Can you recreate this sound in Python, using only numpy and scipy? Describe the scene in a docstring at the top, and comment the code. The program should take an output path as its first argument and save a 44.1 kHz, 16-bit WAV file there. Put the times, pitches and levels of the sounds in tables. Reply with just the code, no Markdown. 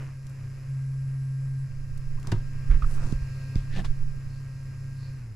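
"""A small electric pump circulates coolant under the wooden counter of a boat, and slows at the very end.
Its shaft hums as a pure tone, stronger and steadier in spells; the casing whines on multiples of it.
Noise makes the liquid rush and hiss in the hoses in time with the turns, and the hull drones.
Small parts click, and knocks ring the wood. A hand-held camera leans in over the pump:
fingers bump it (damped swings), rub it (rough noise) and squeak on it (unsteady tones)."""
import sys
import numpy as np
from scipy import signal
from scipy.fft import rfft, irfft
from scipy.io import wavfile
from scipy.ndimage import uniform_filter1d

SR = 44100
rng = np.random.default_rng(int(sys.argv[2]) if len(sys.argv) > 2 else 0)


def int16_out(signal):
    """Quantize to a 16-bit WAV file."""
    q = np.round(np.clip(np.atleast_2d(signal).T, -1, 1) * 32767)
    wavfile.write(sys.argv[1], SR, q.astype(np.int16))


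N = 236223
T = np.arange(N) / SR  # time in seconds

RUN_HZ = 133.8  # turns per second at full speed
# At the end the shaft coasts down, and the pump's sound falls as a power of its speed.
COAST_FROM_S, COAST_TIME_S, SPEED_POWER = 5.16, 0.74, 1.75
# Levels of the pump at 1 m and full speed, outside spells and surges; WHINE_DB shifts the whole whine table.
HUM_DB, WHINE_DB, RUSH_DB, HISS_DB = -37.5, -1, -60.5, -66.5
DRONE_DB, RUMBLE_DB = -45, -46.5  # the drone is for 1 m; the rumble ignores distance
TOP_HZ = 15700  # nothing much is heard above this

# Tones of the casing. Each row: multiple of the shaft speed, level in dB before WHINE_DB.
WHINE_TONES = [(2, -67.5), (3, -76.5), (4, -73.5), (5, -80), (7, -78.5), (8, -78), (9, -79.5), (10, -79),
               (12, -70), (14, -73), (16, -84), (18, -80), (20, -84), (21, -103)]
# Tone colour of the rushing liquid. Each row: frequency in Hz, relative level in dB per Hz.
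RUSH_SPECTRUM = [(130, -47), (220, -10), (271, -3.5), (338, -11), (397, -8), (500, -13), (543, -8),
                 (568, -13.5), (852, -20), (1040, -15), (1500, -15.5), (1650, -14.5), (1960, -15),
                 (2620, -18), (3500, -32.5), (4550, -66), (7700, -120)]
# Tone colour of the hissing liquid. Each row: frequency in Hz, relative level in dB per Hz.
HISS_SPECTRUM = [(1760, -52), (3000, -23), (3600, -3.5), (4120, 0), (4680, 1), (5110, 4.5), (6290, 1.5),
                 (7650, 1), (8580, -9.5), (9810, -5), (10600, -2.5), (11200, -5), (13700, -13.5),
                 (14200, -21), (15000, -47)]
# Tone colour of the droning hull. Each row: frequency in Hz, relative level in dB per Hz.
HULL_SPECTRUM = [(20, -2.5), (42, -0.5), (65, -4.5), (85, -4.5), (101, -5), (116, 1), (150, -11),
                 (190, -15), (250, -19.5), (330, -36.5), (480, -48)]
# Tone colour of the deep rumble. 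Each row: frequency in Hz, relative level in dB per Hz.
RUMBLE_SPECTRUM = [(8, 9), (17, 4), (35, -4), (55, -30), (90, -14.5), (200, -63)]
# How much the two ears differ. Each row: frequency in Hz, side minus mid in dB.
WIDTH_CURVE = [(60, -14), (110, -22), (200, 1), (380, -10.5), (700, -5.5), (1290, -7), (2380, -6.5),
               (4400, -8.5), (8120, -9), (15000, -8)]
# How far the sound leans to one ear. Each row: frequency in Hz, left minus right in dB.
LEAN_CURVE = [(60, -5), (110, -3), (200, -2), (380, -1.4), (700, 0.5), (1290, 1.7), (2380, -0.57),
              (4400, -0.15), (8120, 3), (15000, 2.5)]
# Small parts clicking. Each row: start in seconds, level in dB before the soft start, centre in Hz,
# time to fade by 60 dB in seconds, left minus right in dB.
CLICK_EVENTS = [(0.267, -38.5, 5240, 0.013, 0), (0.295, -45, 8000, .02, 2), (1.974, -39.5, 7560, 0.02, 3),
                (2.197, -44, 6940, 0.022, 4), (2.229, -36, 5970, 0.0065, 4), (2.271, -25, 4420, 0.0081, 1),
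                (2.317, -22, 3000, 0.022, 2), (2.711, -38.5, 1690, 0.023, 7), (2.823, -52, 1600, 0.03, 3),
                (3.121, -37, 4750, 0.02, 7), (3.5563, -24, 2960, 0.0032, 11), (3.844, -30, 3060, 0.057, 0)]
# Knocks on the wood. Each row: start in seconds, peak level in dB.
KNOCK_EVENTS = [(2.2709, -30), (2.3202, -11.5)]
# Ways the counter rings. Each row: frequency in Hz, relative level in dB, time to fade by 60 dB in seconds.
WOOD_MODES = [(106.8, 4.5, 0.25), (164, -3.5, 0.16), (222, -3, 0.069), (309, -10, 0.11), (365, -8.5, 0.13),
              (523, -25, 0.092), (650, -17, 0.045), (940, -19, 0.13), (1043, -26, 0.12), (1430, -26, 0.09),
              (1570, -18, 0.032), (1905, -12, 0.019), (2080, -28, 0.11), (2800, -19, 0.037)]
# Bumps of the hand on the camera. Each row: start in seconds, peak level in dB before panning, pitch in Hz,
# time to fade by 60 dB in seconds, left minus right in dB.
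BUMP_EVENTS = [(2.363, -20.5, 23, 0.17, -2), (2.695, -9, 32, 0.17, -6), (2.739, -9, 22, 0.12, -6),
               (2.826, -14, 36, 0.11, -5), (2.855, -14.5, 14.7, 0.12, -4), (3.125, -16, 132, 0.014, -10),
               (3.144, -20, 33.6, 0.17, -2.5), (3.214, -20.5, 44, 0.085, -2.5),
               (3.5582, -12, 62, 0.0075, -3.5), (3.564, -15, 29, 0.091, -2)]
# Fingers rubbing the case. Each row: peak time, rise and fall in seconds, level in dB, centre in Hz,
# low scrape against the rub in dB, left minus right in dB.
RUB_EVENTS = [(2.28, 0.067, 0.13, -55, 1110, 8, 6), (2.712, 0.015, 0.066, -48, 1520, 3.5, 0),
              (2.823, 0.0033, 0.018, -47, 1490, 2, 3), (2.935, 0.091, 0.063, -61, 7650, 12.5, 19.5),
              (3.001, 0.15, 0.13, -54.5, 1210, -8, -9), (3.085, 0.11, 0.073, -59.5, 5750, 19, 17),
              (3.782, 0.067, 0.039, -45.5, 2950, 1.5, 1), (3.787, 0.031, 0.036, -46, 666, 6, 1),
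              (3.852, 0.013, 0.019, -46.5, 1060, 5, 2)]
# Tone colour of the dull scrape. Each row: frequency in Hz, relative level in dB per Hz.
SCRAPE_SPECTRUM = [(70, -34), (170, 5.5), (260, -3.5), (420, -9), (800, -18.5), (1500, -19), (4000, -69)]
# Squeaks of skin on the case. Each row: peak time, rise and fall in seconds, level in dB, pitch in Hz,
# left minus right in dB.
SQUEAK_EVENTS = [(2.185, 0.016, 0.0094, -57, 1050, 4), (2.822, 0.00068, 0.013, -39.5, 1240, -15),
                 (2.845, 0.007, 0.0076, -41.5, 1240, -12), (3.739, 0.039, 0.075, -50.5, 1820, 8),
                 (3.789, 0.038, 0.046, -31.5, 190, -0.5), (3.8, 0.016, 0.0067, -45.5, 1830, 10)]
# Softened treble of clicks, rubs and squeaks. Each row: frequency in Hz, change in dB.
SOFT_EDGE = [(9000, -0.5), (13000, -3), (15500, -12)]
# The camera leans in over the pump and draws back a little. Each row: time in seconds, distance in metres.
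CAMERA_DISTANCE = [(0, 1.14), (1.7, 1.01), (2.8, 0.53), (3.5, 0.49), (4.1, 0.78), (5.36, 0.8)]
# Spells of strong, even hum. Each row: start in seconds, end in seconds, strength (1 is full).
# A row that ends before it starts adds nothing.
HUM_SPELLS = [(-0.1, 0.068, 0.53), (0.683, 1.665, 1.0), (1.665, 1.5, -0.57)]
# Surges of the flow. Each row: peak time in seconds, half length in seconds, rise in dB.
FLOW_SURGES = [(0.0, 0.096, 10.5), (0.52, 0.3, 4.5)]
# Air fizzing through the hoses. Each row: peak time in seconds, half length in seconds, level in dB at full speed.
AIR_FIZZES = [(3.42, 0.39, -69), (4.35, 0.071, -66.5), (5.05, 0.077, -62)]
# Shifts of the hand holding the camera. Each row: peak time in seconds, half length in seconds,
# added rumble in dB before panning.
HAND_SHIFTS = [(1.92, 0.04, -39), (2.25, 0.52, -30.5), (2.95, 0.25, -26.5), (3.86, 0.14, -21.5),
               (4.1, 0.16, -28)]
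# Resonances of the housing. Each row: frequency in Hz, width in Hz of one filter pass, level in dB at 1 m,
# share of the gain from nearness, dB gained in a full spell.
HOUSING_RESONANCES = [(1593, 73, -76.5, 2, 4), (2590, 340, -77.5, 2.35, -9), (4270, 180, -81, 1.5, 1),
                      (5045, 80, -76, 1.03, -3), (7380, 72, -79.5, 0.53, 3.5),
                      (7830, 65, -92.5, -0.11, 14.5), (9120, 300, -88, 1.3, 8.5),
                      (10550, 580, -76.5, -0.078, 4)]


def undb(db):
    """Turn decibels into gain."""
    return 10 ** (np.asarray(db) / 20)


def curves(table):
    """Join the columns of a table by straight lines in time."""
    s, *columns = np.transpose(table)
    return [np.interp(T, s, column) for column in columns]


def unit(x):
    """Scale to an average strength (rms) of 1."""
    return x / np.sqrt(np.mean(x ** 2))


def decay(t, t60):
    """Fade by 60 dB in t60 seconds."""
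    return np.exp(-np.log(1000) * t / t60)


def colour(x, points, share=1):
    """Filter by a curve of (Hz, dB) points."""
    hz, db = np.transpose(points)
    f = np.maximum(np.fft.rfftfreq(x.shape[-1], 1 / SR), 1)
    gain = undb(share * np.interp(np.log(f), np.log(hz), db))
    return irfft(rfft(x) * gain, x.shape[-1])


def resonate(x, hz, width_hz):
    """Favour one pitch region, filtering twice for steep sides."""
    centre_hz = min(hz, SR / 3)
    b, a = signal.iirpeak(centre_hz, centre_hz / min(width_hz, SR / 4), fs=SR)
    return signal.lfilter(b, a, signal.lfilter(b, a, x))


def walk(rate):
    """Drift slowly at random, with new values `rate` times a second and an rms of 1."""
    k = int(SR / rate)
    held = np.repeat(rng.standard_normal(N // k + 1), k)[:N]
    return unit(uniform_filter1d(uniform_filter1d(held, k), k))


def pan(db):
    """Give the gains of the two channels for a left minus right level."""
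    return undb(np.array([[db], [-db]]) / 2)


def noise(size, side):
    """Make stereo noise; a larger side weight makes the ears differ more."""
    mid, across = rng.standard_normal((2, size))
    return np.array([mid + side * across, mid - side * across])


def spread(mid, across):
    """Place a sound in the engine bay, with width and lean set for each pitch region."""
    across = colour(across, WIDTH_CURVE)
    left = colour(mid + across, LEAN_CURVE, 1 / 2)
    right = colour(mid - across, LEAN_CURVE, -1 / 2)
    return np.array([left, right])


def add(out, s, sound):
    """Mix a sound in at a time in seconds."""
    i = int(s * SR)
    out[:, i:i + sound.shape[-1]] += sound[..., :N - i]


def swells(table):
    """Add up bell-shaped rises, one for each (peak time, half length, height) row."""
    return sum(height * np.exp(-((T - s) / half_s) ** 2) for s, half_s, height in table)


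def swells_of_db(table):
    """Do the same for heights in dB, giving a gain."""
    return swells([(s, half_s, undb(db)) for s, half_s, db in table])


def hull(near_db, spell, near_share=0.82, spell_db=-1.0):
    """The hull drones around its lowest panel resonance, less in a spell; the moving hand adds deep rumble."""
    # the extra points keep the treble out
    drone = unit(colour(noise(N, side=0.19), HULL_SPECTRUM + [(2000, -100)]))
    rumble = unit(colour(noise(N, side=0.16), RUMBLE_SPECTRUM + [(1000, -110)]))
    drone_db = DRONE_DB + near_share * near_db + spell_db * spell
    rumble_gain = undb(RUMBLE_DB) + swells_of_db(HAND_SHIFTS)
    return drone * undb(drone_db) + rumble * rumble_gain * pan(-5.5)


def knocks(contact_s=0.00051, body_db=-13, body_hz=600, body_width_hz=1300, body_t60=0.079):
    """Each blow rings the main modes of the wooden counter and a dense body of weaker ones, made of noise."""
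    out, t = np.zeros((2, N)), T[:SR // 2]
    ring = 0
    for k, (hz, db, t60) in enumerate(WOOD_MODES):
        phase = 2 * np.pi * hz * t + rng.normal(0, 0.11, (2, 1))  # slightly different in each ear
        ring = ring + undb(db) * decay(t, t60) * np.sin(phase) * (-1) ** k  # neighbours push opposite ways
    body = unit(resonate(noise(len(t), side=0.49), body_hz, body_width_hz)) * decay(t, body_t60)
    blow = (ring + undb(body_db) * body) * (1 - np.exp(-t / contact_s))
    for s, db in KNOCK_EVENTS:
        add(out, s, blow / np.abs(blow).max() * undb(db))
    return out


def clicks(breadth=1.42, tail_db=-31, tail_t60=0.31, attack_share=0.18):
    """Hard little contacts give a burst of filtered noise, then a faint tail from the cabin."""
    out, t = np.zeros((2, N)), T[:SR // 5]
    for s, db, hz, t60, pan_db in CLICK_EVENTS:
        fade = decay(t, t60) + undb(tail_db) * decay(t, tail_t60)
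        attack = 1 - np.exp(-t / (attack_share * t60))  # the shortest clicks also start fastest
        crack = unit(resonate(noise(len(t), side=0.48), hz, breadth * hz))
        add(out, s, crack * attack * fade * undb(db) * pan(pan_db))
    return out


def bumps(softness=0.24):
    """Soft flesh pushes the camera, which swings at a low pitch and soon comes to rest."""
    out, t = np.zeros((2, N)), T[:SR // 2]
    for s, db, hz, t60, pan_db in BUMP_EVENTS:
        push = 1 - np.exp(-(t * hz / softness) ** 2)  # softness is in cycles
        swing = np.sin(2 * np.pi * hz * t) * decay(t, t60) * push
        add(out, s, swing / np.abs(swing).max() * undb(db) * pan(pan_db))
    return out


def pressure(t, rise, fall):
    """A finger presses harder up to time zero, then lets go."""
    return np.exp(-2 * np.abs(t / np.where(t < 0, rise, fall)) ** 2.7)


def rubs(grain_db=3, scrape_pan_db=-4, breadth=1.0):
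    """Skin sticks and slips on the case: uneven friction noise in a resonance, over a dull scrape."""
    out, t = np.zeros((2, N)), T[:SR // 2] - 1 / 4
    for s, rise, fall, db, hz, scrape_db, pan_db in RUB_EVENTS:
        slips = undb(grain_db * unit(uniform_filter1d(rng.standard_normal(len(t)), size=90)))
        friction = noise(len(t), side=0.38) * slips
        rub = unit(resonate(friction, hz, breadth * hz)) * pan(pan_db)
        scrape = undb(scrape_db) * unit(colour(friction, SCRAPE_SPECTRUM)) * pan(scrape_pan_db)
        add(out, s + t[0], undb(db) * pressure(t, rise, fall) * (rub + scrape))
    return out


def squeaks(waver=0.07, rough_db=3):
    """Where the slips fall into step, the skin gives a short, unsteady tone, or a judder when it is low."""
    out, t = np.zeros((2, N)), T[:SR // 2] - 1 / 4
    for s, rise, fall, db, hz, pan_db in SQUEAK_EVENTS:
        drift, grip = unit(uniform_filter1d(rng.standard_normal((2, len(t))), size=110))
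        phase = 2 * np.pi * np.cumsum(hz * (1 + waver * drift)) / SR
        tone = np.sin(phase) * undb(rough_db * grip)
        add(out, s + t[0], undb(db) * pressure(t, rise, fall) * unit(tone) * pan(pan_db))
    return out


def buzz(turns, ring_s=0.012):
    """The rotor ticks once a turn and rings the housing briefly, as a fading burst of noise."""
    ticks = np.diff(np.floor(turns), prepend=0)
    # share each tick between two samples, so that its timing is exact
    late = np.minimum(turns % 1 / np.gradient(turns), 1)
    ticks = ticks * late + np.roll(ticks * (1 - late), 1)
    t = T[:SR // 30]
    ring = rng.standard_normal((2, len(t))) * np.exp(-t / ring_s)
    return unit(signal.fftconvolve(ticks[None], ring, axes=1)[:, :N])


def coolant(turns, near_db, rush_throb=0.34, hiss_throb=0.19, buzz_share=0.29, flicker_db=1.0,
            rush_near_share=0.78, hiss_near_share=0.75, hiss_surge_share=0.47, fizz_hz=4400, fizz_width_hz=1000):
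    """Turbulence in the hoses throbs once a turn and grows with each surge; the rotor's buzz joins the hiss."""
    flow_db = swells(FLOW_SURGES)
    rush_db = RUSH_DB + flow_db + rush_near_share * near_db
    hiss_db = HISS_DB + hiss_surge_share * flow_db + hiss_near_share * near_db
    throb = unit(np.exp(-(turns % 1) / 0.099)) - .5  # jumps up at each turn, then dies away
    rush = rng.standard_normal((2, N)) * (1 + rush_throb * throb)
    hiss = rng.standard_normal((2, N)) * (1 + hiss_throb * throb) + buzz_share * buzz(turns)
    rush = unit(colour(spread(*rush), RUSH_SPECTRUM)) * undb(rush_db + flicker_db * walk(37))
    hiss = unit(colour(spread(*hiss), HISS_SPECTRUM)) * undb(hiss_db)
    fizz = unit(resonate(noise(N, side=0.36), fizz_hz, fizz_width_hz)) * swells_of_db(AIR_FIZZES)
    return rush + hiss + fizz


def housing(turns, near_db, spell, turbulence=0.89, waver_db=0.3):
    """Buzz and turbulence drive narrow resonances, each changing in its own way with nearness and spells."""
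    drive = buzz(turns) + turbulence * noise(N, side=0.11)
    out = 0
    for hz, width_hz, db, near_share, spell_db in HOUSING_RESONANCES:
        level_db = db + near_share * near_db + spell_db * spell + waver_db * walk(2.82)
        out = out + unit(resonate(drive, hz, width_hz)) * undb(level_db)
    return out


def undertone(speed, near_db, spell, hz=102, db=-48.5, wander=0.02995, waver_db=3, near_share=0.7):
    """A wavering lower tone beats against the hum, and is silent in a full spell."""
    phase = 2 * np.pi * np.cumsum(hz * speed * (1 + wander * walk(9))) / SR
    level_db = db + waver_db * walk(9.1) + near_share * near_db
    return np.sqrt(2) * np.sin(phase) * undb(level_db) * np.clip(1 - spell, 0, 1)


def settling(ramp_s=0.023):
    """Tell how far the shaft has settled into its strong, even hum."""
    spell = 0
    for start, end, strength in HUM_SPELLS:
        inside_s = np.minimum(T - start, end - T)
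        spell = spell + strength * np.clip(inside_s / ramp_s + .5, 0, 1)
    return spell


def pump(turns, near_db, spell, spell_db=8, hum_near_share=0.41, waver_db=1.5, jitter=0.26):
    """Imbalance of the shaft gives a pure hum; the casing sings, wavering, on multiples of its speed."""
    hum_db = HUM_DB + spell_db * spell + hum_near_share * near_db
    hum = np.sqrt(2) * undb(hum_db) * np.sin(2 * np.pi * turns)
    whine = 0
    for order, db in WHINE_TONES:
        phase = 2 * np.pi * (round(order) * turns + rng.random()) + jitter * walk(20)
        arrival = rng.normal(0, 0.44, (2, 1))  # reflections reach each ear at another phase
        whine = whine + np.sqrt(2) * undb(db + waver_db * walk(16)) * np.sin(phase + arrival)
    return hum + undb(WHINE_DB + near_db) * whine


def scene():
    """Mix the hull, the handling and the running pump."""
    speed = np.exp(-np.maximum(T - COAST_FROM_S, 0) / COAST_TIME_S)  # share of full speed
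    turns = np.cumsum(RUN_HZ * speed * (1 + 0.000473 * walk(8))) / SR  # turns made so far
    distance_m, = curves(CAMERA_DISTANCE)
    near_db = -20 * np.log10(distance_m)  # gain from nearness, 0 at 1 m
    spell = settling()
    handling = colour(clicks() + rubs() + squeaks(), SOFT_EDGE) + knocks() + bumps()
    running = coolant(turns, near_db) + housing(turns, near_db, spell)
    running = running + undertone(speed, near_db, spell) + pump(turns, near_db, spell)
    return hull(near_db, spell) + handling + running * speed ** SPEED_POWER


def record(dry):
    """The camera weakens the slowest pressure changes, below 6 Hz, and cuts the top."""
    dry = signal.sosfilt(signal.butter(1, 6, "highpass", fs=SR, output="sos"), dry)
    return signal.sosfilt(signal.ellip(8, .2, 70, TOP_HZ, fs=SR, output="sos"), dry)


dry = scene()
out = record(dry)
int16_out(out)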